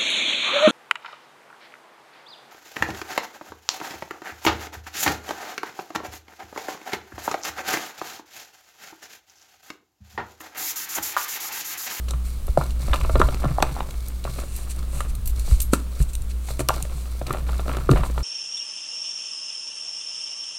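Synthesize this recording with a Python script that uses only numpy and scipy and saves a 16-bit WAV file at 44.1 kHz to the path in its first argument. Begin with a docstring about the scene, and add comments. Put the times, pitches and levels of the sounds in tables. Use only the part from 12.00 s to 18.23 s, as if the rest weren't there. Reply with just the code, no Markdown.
"""Soft gym chalk snaps and grinds to powder as hands crush it over a plastic tub, close to the microphone.
Lumps and crumbs knock on the chalk bed, ring the tub's modes and thump its floor; skin rubs, thin metal rings.
Powder and cracks are filtered clicks and noise; knocks, rings and thumps are decaying resonances.
Nudges sway the tub over a low rumble; mains hum and a faint hiss fill the small, quiet room."""
import sys
import numpy as np
from scipy import signal
from scipy.fft import rfft, irfft, next_fast_len
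from scipy.io import wavfile

SR = 44100
rng = np.random.default_rng(int(sys.argv[2]) if len(sys.argv) > 2 else 0)


def put_to_file(sound):
    """Save the sound as 16-bit audio at rate SR, in the file named by the first command-line argument."""
    columns = np.atleast_2d(sound).T  # one column per channel
    safe = np.clip(columns, -1, 1)
    whole_steps = np.round(safe * 32767)
    wavfile.write(sys.argv[1], SR, whole_steps.astype(np.int16))


N = 274743
TIME = np.arange(N) / SR   # seconds
FLOOR_HZ, ROCK_HZ = 134.2, 45   # pitch of the tub's floor, and of the whole tub rocking on the table

# Ring of the chalk-laden tub. Each row: mode in Hz, level in dB, decay t60 in s before any extra damping.
TUB_MODES = [(125.7, 5.5, 0.34), (214.7, 3.5, 0.034), (272, -2.5, 0.086), (366, 0, 0.039),
             (459.4, -6.5, 0.072), (563.6, 2, 0.031), (639, -10, 0.11), (737, -6, 0.029), (923, -14, 0.13),
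             (1078, -3, 0.028), (1177, -5, 0.063), (1292, -0.5, 0.033), (1388, -7.5, 0.097),
             (1760, -13, 0.069)]
# Spectrum of the grit in a contact. Each row: frequency in Hz, level in dB per Hz.
CRACK_SPECTRUM = [(900, -3.5), (1500, 15), (2000, 12), (2700, 13.5), (3300, 7), (4100, 10), (5000, -33),
                  (8000, -13), (15000, -55)]
# Spectrum of breaking and rubbed chalk. Each row: frequency in Hz, level in dB per Hz.
FRACTURE_SPECTRUM = [(900, -3), (2000, 2), (2700, 6.5), (3300, -1.5), (4100, 5.5), (5200, -4.5), (6300, 0),
                     (9500, 0), (11000, -1.5), (13000, -3.5), (15800, -12)]


def from_db(db):
    """Decibels to gain."""
    return 10 ** (np.asarray(db) / 20)


def rms_one(x):
    """Scale to unit rms."""
    return x / np.sqrt(np.mean(x ** 2) + 1e-20)


def peak_one(x):
    """Scale to unit peak."""
    return x / (np.abs(x).max() + 1e-20)


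def add(track, s, sound):
    """Mix a sound into the track from time s on."""
    i = max(int(s * SR), 0)
    track[i:i + len(sound)] += sound[:N - i]


def fade(t60, size=8192):
    """An exponential decay, as long as one event (size in samples)."""
    return np.exp(-np.log(1000) * TIME[:size] / max(t60, 1e-3))


def burst(t60):
    """Noise that dies away."""
    decay = fade(t60)
    return decay * rng.standard_normal(len(decay))


def cut(x, hz, kind, order=2):
    """Butterworth low- or high-pass."""
    sections = signal.butter(order, min(hz, .45 * SR), kind, fs=SR, output="sos")
    return signal.sosfilt(sections, x + 1e-18)


def resonance(x, hz, width_hz):
    """Two-pole band-pass with a gain of about 1 on top."""
    r = np.exp(-np.pi * width_hz / SR)
    zeros = np.array([1, 0, -1]) * (1 - r * r) / 2
    poles = [1, -2 * r * np.cos(2 * np.pi * hz / SR), r * r]
    return signal.lfilter(zeros, poles, x + 1e-18)


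def colour(x, spectrum):
    """Causal (minimum-phase) filter with the given spectrum."""
    size = 2 * next_fast_len(len(x))
    hz, db = np.transpose(spectrum)
    log_hz = np.log(np.fft.rfftfreq(size, 1 / SR) + 1)
    gain = from_db(np.interp(log_hz, np.log(hz), db))
    # folding the cepstrum forward in time gives the minimum phase
    cepstrum = irfft(np.log(gain))
    cepstrum[1:size // 2] *= 2
    cepstrum[size // 2 + 1:] = 0
    return irfft(rfft(x, size) * np.exp(rfft(cepstrum)), size)[:len(x)]


def drift(rate):
    """Random wandering of spread 1, with a new target rate times a second."""
    return rms_one(np.interp(TIME * rate, np.arange(4096), rng.standard_normal(4096)))


def grains(per_s, spread_db):
    """Random clicks, many small and a few large."""
    loudness_db = spread_db * np.minimum(rng.exponential(1, N), 4.5)
    sizes = from_db(loudness_db) * rng.choice([-1, 1], N)
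    return sizes * (rng.random(N) < per_s / SR)


def jerky(sound, jerk_db, size=32):
    """Chalk gives way in steps of under a millisecond, each with its own strength."""
    steps = np.repeat(rng.standard_normal(len(sound) // size), size)
    return sound * from_db(jerk_db * steps)


def background(waver_db=2.37, hiss_db=-47, mains_hz=60):
    """Mains harmonics that waver in level, over an even hiss of filtered noise."""
    # Each row: multiple of the mains frequency, rms level in dB before the waver.
    harmonics = [(1, -28.5), (2, -85.5), (3, -52), (4, -59)]
    # Spectrum of the hiss. Each row: frequency in Hz, level in dB per Hz.
    air_spectrum = [(100, -16.5), (200, -17.5), (400, -21.5), (800, -29.5), (1250, -27.5), (1800, -34.5),
                    (4100, -34), (5200, -37.5), (9000, -34), (11000, -36), (16000, -39)]
    hum = 0
    for multiple, db in harmonics:
        cycles = round(multiple) * mains_hz * TIME
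        hum = hum + from_db(db) * np.sqrt(2) * np.sin(2 * np.pi * (cycles + rng.random()))
    air = rms_one(colour(cut(rng.standard_normal(N), 62, "high"), air_spectrum))
    return hum * from_db(waver_db * drift(6)) + from_db(hiss_db) * air


def rocking(top_hz=130):
    """Hand movements reach the microphone through the table as a low rumble of filtered noise."""
    # How the handling rumble swells and sinks. Each row: time in seconds, level in dB.
    swells = [(0, -34.5), (.5, -28.5), (.7, -30), (1.15, -19.5), (1.4, -26), (2.1, -31), (2.9, -31),
              (3.55, -21), (3.85, -36.5), (4.2, -25.5), (4.4, -34.5), (5.6, -33), (6.02, -25.5),
              (6.23, -30.5)]
    # Spectrum of the rumble. Each row: frequency in Hz, level in dB per Hz.
    rumble_spectrum = [(15, 0), (28, 2), (40, -4.5), (56, 2), (78, -23.5), (105, -10), (140, -24),
                       (200, -35), (350, -65.5)]
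    s, db = np.transpose(swells)
    rumble = cut(colour(rng.standard_normal(N), rumble_spectrum), top_hz, "low")
    return from_db(np.interp(TIME, s, db)) * rms_one(rumble)


def thumps(blows, hz, width_hz, soft_hz):
    """A softened push makes the tub swing; its load damps the swing."""
    out = np.zeros(N)
    push = cut(signal.unit_impulse(len(fade(1))), soft_hz, "low")
    swing = peak_one(resonance(resonance(push, hz, width_hz), hz, width_hz))
    for s, db in blows:
        add(out, s, from_db(db) * swing)
    return out


def tub_sway():
    """The hands nudge the whole tub, which rocks on the table."""
    # Each row: start in seconds, peak level in dB.
    nudges = [(.445, -20), (.49, -13.5), (.903, -12), (1.023, -15), (1.139, -11), (1.178, -10),
              (1.236, -10), (3.18, -17), (3.26, -20), (3.519, -4.5), (4.001, -8.5), (5.93, -9), (6.0, -13)]
    return thumps(nudges, ROCK_HZ, width_hz=36, soft_hz=116)


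def floor_thumps():
    """The tub's floor flexes under a heavy lump."""
    # Each row: start in seconds, peak level in dB.
    blows = [(.137, -29), (.576, -13.5), (1.217, -20), (1.456, -16), (1.504, -19), (3.729, -23.5),
             (4.004, -16), (5.303, -21), (5.902, -6.5), (5.948, -17)]
    return thumps(blows, FLOOR_HZ, width_hz=45.6, soft_hz=236)


def drumming(crumb_db, per_s=150, width_hz=45, above_crumbs_db=1):
    """The falling crumbs keep the tub's floor drumming softly."""
    drops = grains(per_s, spread_db=6.5)
    drum = resonance(resonance(drops, FLOOR_HZ, width_hz), FLOOR_HZ, width_hz)
    return from_db(crumb_db + above_crumbs_db) * rms_one(drum)


def bangles(jolts, width_hz=28):
    """Each snap jolts the wrist and sets thin metal, probably bangles, ringing faintly."""
    # Each row: ringing pitch in Hz, level in dB relative to the jolt.
    metal_modes = [(7045, -11), (8779, 0), (12592, 7), (13331, 5), (13778, 4), (14876, 4)]
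    return sum(from_db(db) * resonance(jolts, hz, width_hz) for hz, db in metal_modes)


def strokes(per_s=2600, spread_db=0.1, focus_db=7, focus_width_hz=4500, low_edge=0.21):
    """Skin slides over chalk: each stroke is a swell of fine, dense grit."""
    # Each row: middle in seconds, half length in s, rms level in dB before the swell, emphasised pitch in Hz.
    slides = [(0.272, 0.027, -45.5, 9550), (2.388, 0.074, -45.5, 8400), (2.574, 0.082, -43, 8800),
              (2.712, 0.014, -35, 8080), (2.976, 0.062, -40.5, 8800), (3.099, 0.015, -44, 8000),
              (3.299, 0.015, -40, 12900), (3.411, 0.04, -46.5, 8060), (3.519, 0.049, -40, 7400),
              (3.643, .02, -55, 12800), (3.742, 0.016, -30.5, 8360), (4.014, 0.024, -40, 8800),
              (4.097, 0.011, -44, 8000), (4.308, 0.014, -44, 5200), (4.482, 0.046, -43.5, 8400),
              (4.606, .012, -31.5, 8400), (4.76, 0.01, -47, 7940), (4.981, 0.075, -48, 7970),
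              (6.061, 0.023, -43, 7900)]
    out = np.zeros(N)
    grit = colour(grains(per_s, spread_db), FRACTURE_SPECTRUM)
    for s, half_s, db, hz in slides:
        near = np.abs(TIME - s) < .2
        rub = grit[near] + from_db(focus_db) * resonance(grit[near], hz, focus_width_hz)
        rub = rms_one(cut(rub, low_edge * hz, "high"))
        swell = np.exp(-((TIME[near] - s) / half_s) ** 2)
        out[near] += from_db(db) * swell * rub
    return out


def squeezing(attack_s=.015, release_s=0.064, idle_powder_db=-79, idle_crumbs_db=-64.5):
    """The grip closes quickly, holds, then the flow dies away; gives powder and crumb levels in dB."""
    # Each row: start in seconds, time to the release in s, powder grinding in dB, crumbs raining in dB.
    squeezes = [(0.07, .05, -64, -49), (0.238, .1, -48.5, -54), (0.464, .04, -50.5, -54),
                (.575, .1, -45, -43), (0.785, 0.55, -44, -40.5), (1.389, 0.43, -47, -40),
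                (1.878, .3, -51.5, -53), (2.233, .17, -45.5, -42.5), (2.51, 0.31, -52.5, -49.5),
                (2.771, .12, -67, -50.5), (2.931, 0.14, -62, -46), (3.344, .06, -48, -54.5),
                (3.444, .08, -40, -44), (3.735, 0.049, -48, -45.5), (3.9, .09, -48.5, -52),
                (4.465, 0.036, -42, -47.5), (4.711, .1, -42.5, -41.5), (4.896, .3, -51, -49.5),
                (5.256, .12, -47.5, -38.5), (5.454, .17, -48, -42), (5.654, .17, -46, -38.5),
                (5.895, .08, -44, -32), (6.03, .2, -48.5, -43)]
    # powers add up; a trace keeps trickling between squeezes
    powder_power, crumb_power = from_db(idle_powder_db) ** 2, from_db(idle_crumbs_db) ** 2
    for s, hold_s, powder_db, crumb_db in squeezes:
        closing = np.clip((TIME - s) / attack_s, 0, 1)
        release = np.exp(-np.maximum(TIME - s - hold_s, 0) / release_s)
        grip = closing * release
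        powder_power = powder_power + (from_db(powder_db) * grip) ** 2
        crumb_power = crumb_power + (from_db(crumb_db) * grip) ** 2
    return 10 * np.log10(powder_power), 10 * np.log10(crumb_power)


def grinding(level_db, bright_db=-1.0, per_s=5000, spread_db=1.5, clump_db=3.5, shelf_hz=6500):
    """Thousands of tiny grains shear off in clumps as the fingers squeeze."""
    # Spectrum of the powder before the treble shelf. Each row: frequency in Hz, level in dB per Hz.
    powder_spectrum = [(880, -30), (1500, -8), (1920, -22), (2190, 8), (2720, -13), (3150, -5), (4040, 6.5),
                       (5280, 1), (8830, 2.5), (10600, -0.5), (13000, -2.5), (15200, -3), (16000, -20)]
    clumps = grains(per_s, spread_db) * from_db(clump_db * drift(260))
    powder = rms_one(colour(clumps, powder_spectrum))
    dull = cut(powder, shelf_hz, "low", order=1)
    return from_db(level_db) * (dull + from_db(bright_db) * (powder - dull))


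def crumbs(level_db, per_s=330, spread_db=3.5, clump_db=3.0, tick_db=-11, damping=1.36):
    """Small crumbs patter on the bed in little showers: each ticks and stirs the tub's modes."""
    drops = grains(per_s, spread_db) * from_db(clump_db * drift(70))
    patter = 0
    for hz, db, t60 in TUB_MODES:
        width_hz = damping * np.log(1000) / (np.pi * t60)
        patter = patter + from_db(db) * resonance(drops * rng.standard_normal(N), hz, width_hz)
    ticks = rms_one(colour(drops, CRACK_SPECTRUM))
    return from_db(level_db) * (rms_one(patter) + from_db(tick_db) * ticks)


def tub_ring(contact_hz, scatter_db=3.0, per_octave_db=6.5, level_db=-20.0):
    """A contact excites mostly the modes near its own pitch, differently at each landing."""
    ring = 0
    for hz, db, t60 in TUB_MODES:
        decay = fade(t60)
        mismatch_db = per_octave_db * abs(np.log2(hz / contact_hz))
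        mode_db = db - mismatch_db + scatter_db * rng.standard_normal()
        strength = from_db(mode_db) * rng.choice([-1, 1])
        ring = ring + strength * decay * np.sin(2 * np.pi * hz * TIME[:len(decay)])
    return from_db(level_db) * rms_one(ring)


def lump(db, hz, grit_db, ring_db, damping=0.28, bed_width_hz=110, soft_hz=1700,
         crack_t60=0.015, build_t60=0.0041):
    """A soft lump rebounds for a few cycles, rings the tub and sheds grit."""
    push = signal.unit_impulse(len(fade(1)))
    width_hz = bed_width_hz + damping * hz   # the powder bed soaks up the rebound
    contact = peak_one(resonance(resonance(push, hz, width_hz), hz, width_hz))
    ring = tub_ring(hz) * (1 - fade(build_t60))   # the walls take a moment to pick up the blow
    knock = cut(contact + from_db(ring_db) * ring, soft_hz, "low", order=4)
    grit = peak_one(colour(jerky(burst(crack_t60), jerk_db=-2.5), CRACK_SPECTRUM))
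    late_grit = np.roll(grit, SR // 1000)   # 1 ms after the push
    return from_db(db) * knock + from_db(grit_db) * late_grit


def fragments(crumb_db, count=90, above_crumbs_db=4, scatter_db=2.5, pitch_hz=820, octaves=.3,
              grit_db=-7, ring_db=0):
    """Smaller pieces fall at random, more often and bigger when more crumbs are falling."""
    out = np.zeros(N)
    fallen = np.cumsum(from_db(crumb_db))
    moments, sizes, pitches = rng.random(count), rng.standard_normal(count), rng.standard_normal(count)
    for when, size, pitch in zip(moments, sizes, pitches):
        i = np.searchsorted(fallen, when * fallen[-1])
        db = crumb_db[i] + above_crumbs_db + scatter_db * size
        hz = pitch_hz * 2 ** (octaves * pitch)
        add(out, TIME[i], lump(db, hz, db + grit_db, ring_db))
    return out


def lumps():
    """The biggest lumps break off and land one by one."""
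    # Each row: start in seconds, contact peak in dB before softening, contact pitch in Hz,
    # gritty crack peak in dB, trim of the tub ring in dB.
    landings = [(.083, -35.5, 393, -31, 8), (.135, -33, 1080, -34, 4.5), (.48, -31.5, 710, -37, 7),
                (.574, -3, 610, -32, -7), (.612, -19.5, 940, -34, 3), (.932, -15.5, 960, -11, 0.5),
                (.941, -12.5, 1086, -28, -2), (1.011, -25, 1060, -22.5, -18), (1.048, -22, 964, -30, 0),
                (1.095, -26, 810, -27.5, 9.5), (1.155, -8, 555, -18, 0), (1.199, -9, 365, -42, 0),
                (1.201, -11, 1200, -41, -10), (1.215, -2.5, 1075, -13, -3.5),
                (1.286, -25.5, 553, -22.5, 7.5), (1.44, -24, 725, -38, 7.5), (1.453, -23.5, 1098, -41, 7),
                (1.584, -8.5, 719, -40, -15), (1.602, -18.5, 832, -27, -3), (1.625, -5.5, 810, -8.5, -3),
                (1.765, -20, 795, -51, -15), (1.805, -16, 854, -21.5, -8), (2.251, -25.5, 687, -29, 4.5),
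                (2.275, -23.5, 1118, -41, -5), (3.005, -16, 1210, -20, -7.5), (3.732, -7, 237, -17.5, -34),
                (3.733, -12.5, 515, -32, -19), (3.735, -10.5, 1430, -14.5, -3.5),
                (4.002, -26.5, 313, -33, -2), (4.486, -26.5, 780, -28.5, -5), (4.505, -28.5, 470, -29, 5.5),
                (4.593, -30, 490, -21.5, 14), (4.605, -31.5, 526, -22, 15.5),
                (4.688, -16.5, 1100, -15, -0.5), (4.693, -11, 1114, -25, -1.5),
                (4.704, -11.5, 815, -23, -9), (5.214, -22.5, 567, -33, 1), (5.305, -23, 347.4, -30, -5),
                (5.307, -15.5, 1153, -22, -3), (5.346, -26, 800, -39, 5.5), (5.491, -24, 848, -29.5, -2),
                (5.594, -32.5, 752, -28.5, 12), (5.662, -26, 576, -47, -5), (5.696, -25, 950, -50, 3),
                (5.891, -4.5, 355, -29, -3.5), (5.892, -11.5, 1140, -21.5, -5), (5.913, -13, 327, -21, 11),
                (5.934, -15, 345, -24, 0), (5.959, -22, 800, -25, 1), (5.973, -27, 1010, -22, -1),
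                (6.034, -19, 963, -24, -2), (6.178, -17, 910, -26.5, -3)]
    out = np.zeros(N)
    for s, db, hz, grit_db, ring_db in landings:
        add(out, s, lump(db, hz, grit_db, ring_db))
    return out


def snaps(focus_db=8, focus_width_hz=4500, shed_db=-28, shed_t60=0.087, rise_t60=0.0035,
          jerk_db=3.0, low_edge=0.41):
    """A brittle crack runs through the block in jerks; loosened powder hisses with it and after it."""
    # Each row: start in seconds, rms level in dB, emphasised pitch in Hz, decay time t60 of the crack in s.
    fractures = [(0.084, -51.5, 4290, 0.081), (0.108, -45, 6840, 0.0078), (.468, -54.5, 11000, 0.014),
                 (0.575, -52.5, 7250, 0.0048), (.706, -54.5, 3900, 0.013), (.939, -44.5, 4000, 0.048),
                 (0.959, -48, 4000, .007), (1.195, -46, 4830, 0.051), (1.216, -48.5, 4500, 0.014),
                 (1.344, -52, 3840, 0.014), (1.624, -35.5, 4120, 0.018), (1.908, -53, 3920, 0.0096),
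                 (2.083, -50.5, 13250, 0.016), (2.24, -52, 4180, 0.023), (2.563, -48.5, 12600, .025),
                 (2.761, -57, 10100, .02), (3.005, -50, 8800, 0.016), (3.151, -51.5, 11400, .023),
                 (3.257, -47.5, 11500, 0.061), (3.274, -42, 14800, .03), (3.395, -49, 9070, 0.014),
                 (3.602, -38, 8300, .028), (3.616, -37.5, 13200, 0.071), (3.733, -34.5, 7850, .034),
                 (4.024, -48.5, 8700, 0.042), (4.133, -51, 8400, 0.039), (4.152, -46, 8000, 0.01),
                 (4.22, -56, 8300, .018), (4.592, -48.5, 8500, 0.031), (4.687, -33, 6500, 0.0072),
                 (4.739, -50.5, 4200, 0.034), (4.825, -42, 8400, 0.011), (5.267, -48, 4060, 0.027),
                 (5.328, -49, 8950, .012), (5.913, -41.5, 4180, 0.015)]
    out = np.zeros(N)
    for s, db, hz, t60 in fractures:
        tear = jerky(burst(t60) * (1 - fade(rise_t60)), jerk_db)
        shed = from_db(shed_db) * burst(shed_t60)
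        crack = colour(tear + shed, FRACTURE_SPECTRUM)
        crack = crack + from_db(focus_db) * resonance(crack, hz, focus_width_hz)
        crack = cut(crack, low_edge * hz, "high")   # small, bright fractures have little body
        add(out, s, from_db(db) * rms_one(crack))
    return out


def hollowed(x):
    """Close reflections in the tub hollow out some pitches of the chalk."""
    # Each row: pitch in Hz, width in Hz, gain at that pitch in dB.
    hollows = [(905, 88, -4.5), (3110, 79, -7.5), (3880, 89, -12), (5200, 140, -7), (6550, 260, -8.5),
               (10670, 340, -14.5), (13200, 350, 0)]
    for hz, width_hz, db in hollows:
        x = x - (1 - from_db(db)) * resonance(x, hz, width_hz)
    return x


def room(x, t60=0.28, wet_db=-17):
    """A short diffuse tail of decaying noise stands for the nearby walls."""
    # What the walls send back. Each row: frequency in Hz, level in dB.
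    wall_spectrum = [(100, -2.5), (250, 7.5), (600, -2.5), (900, 8), (1300, 1), (2200, 3.5), (5000, -0.5),
                     (9000, 2.5), (16000, -6)]
    decay = fade(t60, size=22050)
    build_up = 1 - fade(0.024, size=22050)
    tail = colour(rng.standard_normal(len(decay)) * decay * build_up, wall_spectrum)
    return x + from_db(wet_db) * signal.fftconvolve(x, tail / np.linalg.norm(tail))[:N]


def scene():
    """Chalk and tub in the room, over the hum."""
    powder_db, crumb_db = squeezing()
    cracks = snaps()
    falling = lumps() + fragments(crumb_db) + crumbs(crumb_db)
    chalk = falling + cracks + strokes() + grinding(powder_db)
    floor = floor_thumps() + drumming(crumb_db)
    sway = tub_sway() + rocking()
    in_room = room(hollowed(chalk) + bangles(cracks))
    return (in_room + floor + sway + background())[None]


def record(dry, cutoff_hz=16050):
    """Peaks beyond full scale clip, then a steep low-pass cuts the top."""
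    top_cut = signal.ellip(10, .1, 90, cutoff_hz, fs=SR, output="sos")
    return signal.sosfilt(top_cut, np.clip(dry, -1, 1))


dry = scene()
out = record(dry)
put_to_file(out)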